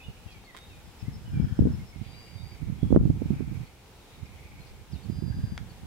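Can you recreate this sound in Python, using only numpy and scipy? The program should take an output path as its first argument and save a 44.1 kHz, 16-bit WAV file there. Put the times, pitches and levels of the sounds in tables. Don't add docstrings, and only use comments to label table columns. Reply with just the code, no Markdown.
import sys
import numpy as np
from scipy import signal
from scipy.fft import rfft, irfft
from scipy.io import wavfile
from scipy.ndimage import uniform_filter1d

SR = 44100
rng = np.random.default_rng(int(sys.argv[2]) if len(sys.argv) > 2 else 0)


def generate_wav(sig):
    pcm = np.round(np.clip(np.atleast_2d(sig).T, -1, 1) * 32767).astype(np.int16)
    wavfile.write(sys.argv[1], SR, pcm)


N = 258426
TIME, FREQS = np.arange(N) / SR, np.fft.rfftfreq(N, 1 / SR)

# (frequency [Hz], relative level [dB])
AIR_SPECTRUM = [(15, -61), (25, 4), (60, 7.5), (150, -0.5), (290, -5), (480, -5), (600, -11), (820, -6),
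                (1100, -13), (1750, -15), (2300, -14), (3200, -15), (5500, -20), (15500, -27.5)]
# (frequency [Hz], left-right likeness [0-1])
AIR_LIKENESS = [(60, 0.91), (130, 0.79), (300, 0.82), (640, 0.64), (1400, 0.52), (3100, 0.036),
                (7000, 0.012)]
# (time [s], length [s], centre [Hz],
# width [Hz], level [dB])
FAR_PHRASES = [(0, 0.11, 3560, 300, -61), (0.096, 0.33, 2700, 500, -66), (0.301, 0.047, 4600, 2000, -58.5),
               (0.353, 0.52, 3720, 240, -65), (1.201, 0.58, 5100, 350, -69), (1.182, 0.66, 1560, 460, -57),
               (1.269, 0.42, 3200, 220, -63.5), (1.681, 1.48, 2250, 420, -61),
               (1.943, 0.23, 3230, 1800, -61.5), (2.097, 0.31, 2850, 200, -64),
               (2.737, 0.26, 3350, 180, -61.5), (3.026, 0.82, 2320, 422, -59), (3.2, 0.43, 1410, 597, -63),
               (3.875, 0.51, 3780, 400, -65), (4.001, 0.9, 2280, 386, -59), (4.652, 0.058, 4600, 1500, -59),
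               (5.122, 0.61, 1640, 220, -60.5)]
# (time [s], length [s], start [Hz], end [Hz], arch [Hz], level [dB])
WHISTLE_NOTES = [(0, 0.02, 2625, 2220, 80, -54), (.012, 0.028, 2300, 2400, 265.5, -55),
                 (.027, 0.061, 2685, 2600, 279, -54), (.16, 0.027, 2160, 2450, 149, -64),
                 (.245, 0.16, 3040, 2130, -110, -60), (.265, 0.086, 3100, 3110, 186, -62.5),
                 (.458, 0.066, 2150, 1800, 98, -56), (.525, 0.035, 1777, 1980, 140, -61),
                 (.585, 0.081, 3630, 3740, 30, -60), (.68, 0.11, 3010, 2460, -250, -62.5),
                 (1.0, 0.031, 2480, 2630, 0, -62), (1.042, 0.062, 2030, 2280, -90, -61),
                 (1.08, 0.054, 2164, 1600, -90, -67), (1.245, 0.063, 2820, 2610, 258, -62.5),
                 (1.32, 0.1, 2510, 2277, -55, -58), (1.785, .05, 2270, 2180, -120, -61),
                 (1.92, 0.043, 2250, 2000, 58, -59), (2.122, 0.04, 3680, 4230, -70, -62),
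                 (2.368, 0.071, 3710, 3800, -33, -61), (4.915, 0.017, 4000, 2660, 0, -64),
                 (4.95, 0.03, 3300, 2100, -100, -62.5), (4.95, 0.05, 3820, 3850, -135, -62.5)]
# (time [s], length [s], start [Hz], end [Hz], level [dB])
CHIP_NOTES = [(0.44, .035, 4520, 4180, -65), (3.648, .04, 4380, 4260, -70), (4.252, .022, 5800, 4200, -68),
              (4.594, 0.043, 4160, 4050, -64), (4.914, 0.043, 5700, 3460, -60),
              (5.027, 0.029, 4600, 4170, -62), (5.264, 0.056, 4700, 4540, -63),
              (5.69, 0.035, 4660, 4240, -64)]
# (time [s], level [dB])
PEEP_NOTES = [(.835, -70), (.98, -64), (1.12, -62), (1.288, -70), (1.42, -67), (1.56, -71), (1.708, -63),
              (1.858, -64)]
# (time [s], length [s], pitch [Hz], sag [Hz/s], level [dB], pulse rate [Hz],
# pulse depth [0-1], pitch swing [Hz], pan [dB], right port lag [rad])
TRILL_CALLS = [(2.01, .595, 4780, 35, -57.3, 120, .7, -70, 3, 1.6),
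               (5.055, .56, 4858, 150, -60, 136, .33, 30, 0, .76)]
# (time [s], peak [dB], rasp decay [s], tilt [dB/octave], ring level [dB], pan [dB])
TICK_HITS = [(0.439, -42, .002, -4, -14, 5), (.548, -35, 0.0072, -4.5, -1, -10),
             (0.5663, -34.5, .0005, 3, -17, 12), (.572, -36.5, 0.0081, 5, -9, -16.5),
             (.588, -38.5, 0.0029, 5, 2, 11), (5.5778, -24, 0.0019, 1.3, 6, 4),
             (5.582, -39, 0.0023, -5, 2, 0)]
# (frequency [Hz], width [Hz], relative level [dB])
TICK_RESONANCES = [(880, 580, 19.5), (2274, 373, 29.5), (2316, 238, 30), (3330, 520, 16), (3930, 300, 11.5),
                   (4600, 630, 9), (7700, 3500, -5)]
# (frequency [Hz], relative level [dB])
RUMBLE_SPECTRUM = [(15, -36), (30, -11), (60, 6), (100, 5), (180, -0.5), (270, -11.5), (420, -24.5),
                   (700, -40), (1500, -43), (3000, -100)]
# (crest time [s], rise [s], fall [s], level [dB], pan [dB])
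WIND_GUSTS = [(0.09, 0.075, 0.037, -40, -5), (0.26, 0.15, 0.3, -55, 11.5), (0.78, 0.29, 0.22, -52.5, 2),
              (1.09, 0.094, 0.24, -37.5, -0.5), (1.41, 0.17, 0.18, -25, 1), (1.64, 0.084, 0.22, -21.5, -2),
              (2.02, 0.19, 0.38, -45, -10.5), (2.45, 0.23, 0.3, -48, -19.5), (2.7, 0.15, 0.16, -35.5, -17),
              (2.96, 0.15, 0.25, -19, -3.5), (3.3, 0.41, 0.33, -27, -6), (3.589, 0.12, 0.093, -35.5, -6.5),
              (4.22, 0.093, 0.14, -46, -13), (4.58, 0.57, 0.9, -48, -5.5), (4.94, 0.067, 0.096, -40, -17.5),
              (5.16, 0.17, 0.39, -34.5, -16), (5.44, 0.21, 0.34, -32, -3), (5.85, 0.089, .15, -36, -0.5)]
# (time [s], level [dB], centre [Hz], port [0 left, 1 right])
HARD_EDDIES = [(0.087, -25.5, 111, 1), (0.264, -26.5, 89.5, 0), (1.029, -22.5, 118, 0),
               (1.084, -17, 135, 0), (1.401, -9, 140.5, 0), (1.448, -12.5, 108, 0), (1.526, -15.5, 103, 0),
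               (1.593, -4.5, 216, 1), (1.61, -4, 106, 0), (1.623, -10.5, 222, 1), (1.655, -9, 224, 0),
               (1.672, -8.5, 223, 0), (1.962, -28, 156, 1), (2.016, -18.5, 134, 1), (2.361, -26, 106, 1),
               (2.439, -30.5, 90, 1), (2.727, -18, 132, 1), (2.832, -6.5, 155, 1), (2.907, -10, 216, 1),
               (2.927, -2.5, 259, 1), (2.948, -11.5, 326, 1), (2.963, 4.5, 321, 1), (2.974, 3, 189, 0),
               (3.012, -8.5, 176, 0), (3.057, -5.5, 155, 1), (3.102, -5.5, 170, 1), (3.221, -12, 237, 1),
               (3.307, -8.5, 183, 1), (3.408, -12.5, 195, 1), (3.525, -17.5, 125, 1),
               (4.232, -26.5, 116, 1), (4.935, -22.5, 145, 1), (5.1, -13.5, 168, 1), (5.225, -17.5, 206, 1),
               (5.44, -14.5, 120, 1), (5.524, -18.5, 137, 0)]


def gain_of(db):
    return 10 ** (np.asarray(db) / 20)


def unit_rms(x):
    return x / np.sqrt(np.mean(x ** 2) + 1e-20)


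def curve(points):
    hz, value = np.transpose(points)
    return np.interp(np.log(FREQS + 1), np.log(hz + 1), value)


def noise(gain):
    return unit_rms(irfft(rfft(rng.standard_normal((2, N))) * gain, N))


def panned(x, pan_db):
    return x * gain_of([[pan_db / 2], [-pan_db / 2]])


def add(mix, s, sound):
    part = mix[..., max(round(s * SR), 0):][..., :sound.shape[-1]]
    part += sound[..., :part.shape[-1]]


def air(level_db=-52, swell_db=0.62):
    left, other = noise(gain_of(curve(AIR_SPECTRUM)))
    likeness = curve(AIR_LIKENESS)
    right = irfft(likeness * rfft(left) + np.sqrt(1 - likeness ** 2) * rfft(other), N)
    return gain_of(level_db + swell_db * noise(FREQS < 4)[0]) * np.array([left, right])


def far_songs(flutter_db=2.0, trim_db=-1):
    out, freqs = np.zeros((2, N)), np.fft.rfftfreq(2 * SR, 1 / SR)
    for s, length, hz, width, db in FAR_PHRASES:
        count = int(length * SR)
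        band = np.exp(-2 * ((freqs - hz) / width) ** 2)
        blur = unit_rms(irfft(rfft(rng.standard_normal((2, 2 * SR))) * band))[:, :count]
        add(out, s, gain_of(db + trim_db) * blur * signal.windows.cosine(count))
    return out * unit_rms(gain_of(flutter_db * noise(FREQS < 30)[0]))


def bank_echoes(send, t60, echoes_per_s=2000, predelay_s=0.008):
    t = np.arange(SR) / SR
    taps = rng.standard_normal((2, SR)) * (rng.random((2, SR)) < echoes_per_s / SR)
    tail = taps * (t > predelay_s) * gain_of(-60 * t / t60)
    return signal.fftconvolve(send, tail / np.linalg.norm(tail[0]), axes=1)[:, :N]


def bird_notes(rows, pan_db, waver=0.0056, flutter_db=1.5, lag_rad=1.46):
    out, shake = np.zeros((2, N)), noise(FREQS < 150)
    for s, length, start, end, arch, db in rows:
        progress = np.linspace(0, 1, int(length * SR))
        wobble, flutter = shake[:, int(s * SR):][:, :len(progress)]
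        glide = start + (end - start) * progress + arch * (1 - (2 * progress - 1) ** 2)
        hz = glide * (1 + waver * wobble)
        phase = 2 * np.pi * np.cumsum(hz) / SR - np.array([[0], [np.copysign(lag_rad, pan_db)]])
        tone = np.sin(phase) * signal.windows.tukey(len(hz), .6) * gain_of(flutter_db * flutter)
        add(out, s, panned(gain_of(db) * unit_rms(tone), pan_db))
    return out


def whistles(trim_db=-1.5):
    return gain_of(trim_db) * bird_notes(WHISTLE_NOTES, pan_db=-2, waver=0.0078)


def peeps(length_s=0.056, first_hz=5290, fall_hz=230, arch_hz=-50, climb_hz_per_s=110, trim_db=-1.5):
    rows = []
    for s, db in PEEP_NOTES:
        hz = first_hz + climb_hz_per_s * (s - PEEP_NOTES[0][0])
        rows.append((s, length_s, hz, hz - fall_hz, arch_hz, db))
    return gain_of(trim_db) * bird_notes(rows, pan_db=3.5)


def chips(arch_hz=61):
    rows = [(s, length, start, end, arch_hz, db) for s, length, start, end, db in CHIP_NOTES]
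    return bird_notes(rows, pan_db=2)


def trill(s, length, pitch_hz, sag, db, rate, depth, swing_hz, pan_db, lag_rad,
          attack_s=0.098, release_s=0.068, jitter=0.0099, waver_hz=14, flutter_db=1.5, trim_db=-2.5):
    wobble, flutter = noise(FREQS < 14)
    hz = pitch_hz - sag * (TIME - s) + waver_hz * wobble
    pulse_hz = rate * (1 + jitter * noise(FREQS < 40)[0])
    pulse = np.cos(2 * np.pi * np.cumsum(pulse_hz) / SR)
    phase = 2 * np.pi * np.cumsum(hz + swing_hz * pulse) / SR - np.array([[0], [lag_rad]])
    buzz = unit_rms((1 + depth * pulse) * np.sin(phase))
    envelope = np.clip(np.minimum((TIME - s) / attack_s, (s + length - TIME) / release_s), 0, 1)
    return panned(gain_of(db + trim_db + flutter_db * flutter) * buzz * envelope, pan_db)


def ticks(crack_db=-9, dull_hz=2500, size=4096):
    out, t, freqs = np.zeros((2, N)), np.arange(size) / SR, np.fft.rfftfreq(size, 1 / SR)
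    crack = gain_of(crack_db) / (1 + 1j * freqs / dull_hz)
    ring = sum((-1) ** k * gain_of(db) / (1 + 2j * (freqs - hz) / width)
               for k, (hz, width, db) in enumerate(TICK_RESONANCES))
    for s, db, decay, tilt_db, ring_db, pan_db in TICK_HITS:
        push = 0.2 * rng.standard_normal((2, size)) * np.exp(-t / decay)
        push[:, 0] += 2
        tilt = gain_of(tilt_db * np.log2(freqs / 1000 + .5))
        tick = irfft(rfft(push) * (crack + gain_of(ring_db) * ring) * tilt)
        add(out, s, panned(gain_of(db) * tick / abs(tick).max(), pan_db)[:, :size // 2])
    return out


def gust_strength(calm_db=-65, drop_db=22.5, shape=2.28):
    t, power = np.linspace(0, TIME[-1], 1500), gain_of(calm_db) ** 2
    for crest, rise, fall, db, pan_db in WIND_GUSTS:
        away = np.maximum((crest - t) / rise, (t - crest) / fall)
        power = power + panned(gain_of(db - drop_db * away ** shape), pan_db) ** 2
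    return np.array([np.interp(TIME, t, 10 * np.log10(port)) for port in power])


def lesser_eddies(strength_db, per_s=24, over_db=6.5, spread_db=2.0, hz_at_0_db=230.5, db_per_octave=28.5):
    slots = N // 64
    chance, size = rng.random((2, slots)), rng.standard_normal((2, slots))
    port, slot = np.nonzero(chance < per_s * TIME[-1] / slots)
    onset = slot * 64
    db = strength_db[port, onset] + over_db + spread_db * size[port, slot]
    return list(zip(onset / SR, db, hz_at_0_db * 2 ** (db / db_per_octave), port))


def swirl(t, hz, turn, skew=2.87):
    return (np.exp(2j * np.pi * turn) * (1 - 2j * np.pi * hz * t / (skew + .5)) ** -(skew + 1)).real


def wind(rumble_trim_db=-4, lump_db=4, wake_db=-8, shred_db=-16, shred_ratio=2.47):
    strength_db = gust_strength()
    lumps = gain_of(lump_db * noise(FREQS < 20))
    rumble = unit_rms(noise(gain_of(curve(RUMBLE_SPECTRUM))) * lumps)
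    out = gain_of(strength_db + rumble_trim_db) * rumble
    t = np.arange(-SR // 20, SR // 20) / SR
    eddies = HARD_EDDIES + lesser_eddies(strength_db)
    for s, db, hz, port in eddies:
        turn, lateness, shred_turn = rng.random(3)
        thump = swirl(t, hz, turn)
        wake = gain_of(wake_db) * swirl(t - (0.8 + .5 * lateness) / hz, hz, turn)
        shred = gain_of(shred_db + db / 2) * swirl(t - (lateness - .5) / hz, hz * shred_ratio, shred_turn)
        add(out[port], s + t[0], gain_of(db) * (thump + wake + shred))
    return out


def scene():
    trills = sum(trill(*row) for row in TRILL_CALLS)
    song, peeping, calls, snaps = whistles(), peeps(), chips(), ticks()
    near_send = gain_of(-8) * calls + gain_of(-13) * trills + gain_of(-12) * snaps
    far_send = gain_of(-3.5) * song + gain_of(-3) * peeping
    echoes = bank_echoes(near_send, t60=0.31) + bank_echoes(far_send, t60=0.8)
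    return song + peeping + calls + trills + snaps + echoes + far_songs() + air() + wind()


def record(dry, threshold_db=-3, release_db_per_s=70, cutoff_hz=15850):
    release = TIME * release_db_per_s
    peak_db = 20 * np.log10(abs(dry).max(0) + 1e-9)
    held_db = np.maximum.accumulate(peak_db + release) - release
    duck_db = uniform_filter1d(np.maximum(held_db - threshold_db, 0), size=200)
    lowpass = signal.firwin(1023, cutoff_hz, window=("kaiser", 9), fs=SR)
    return signal.oaconvolve(dry / gain_of(duck_db), lowpass[None], "same")


dry = scene()
out = record(dry)
generate_wav(out)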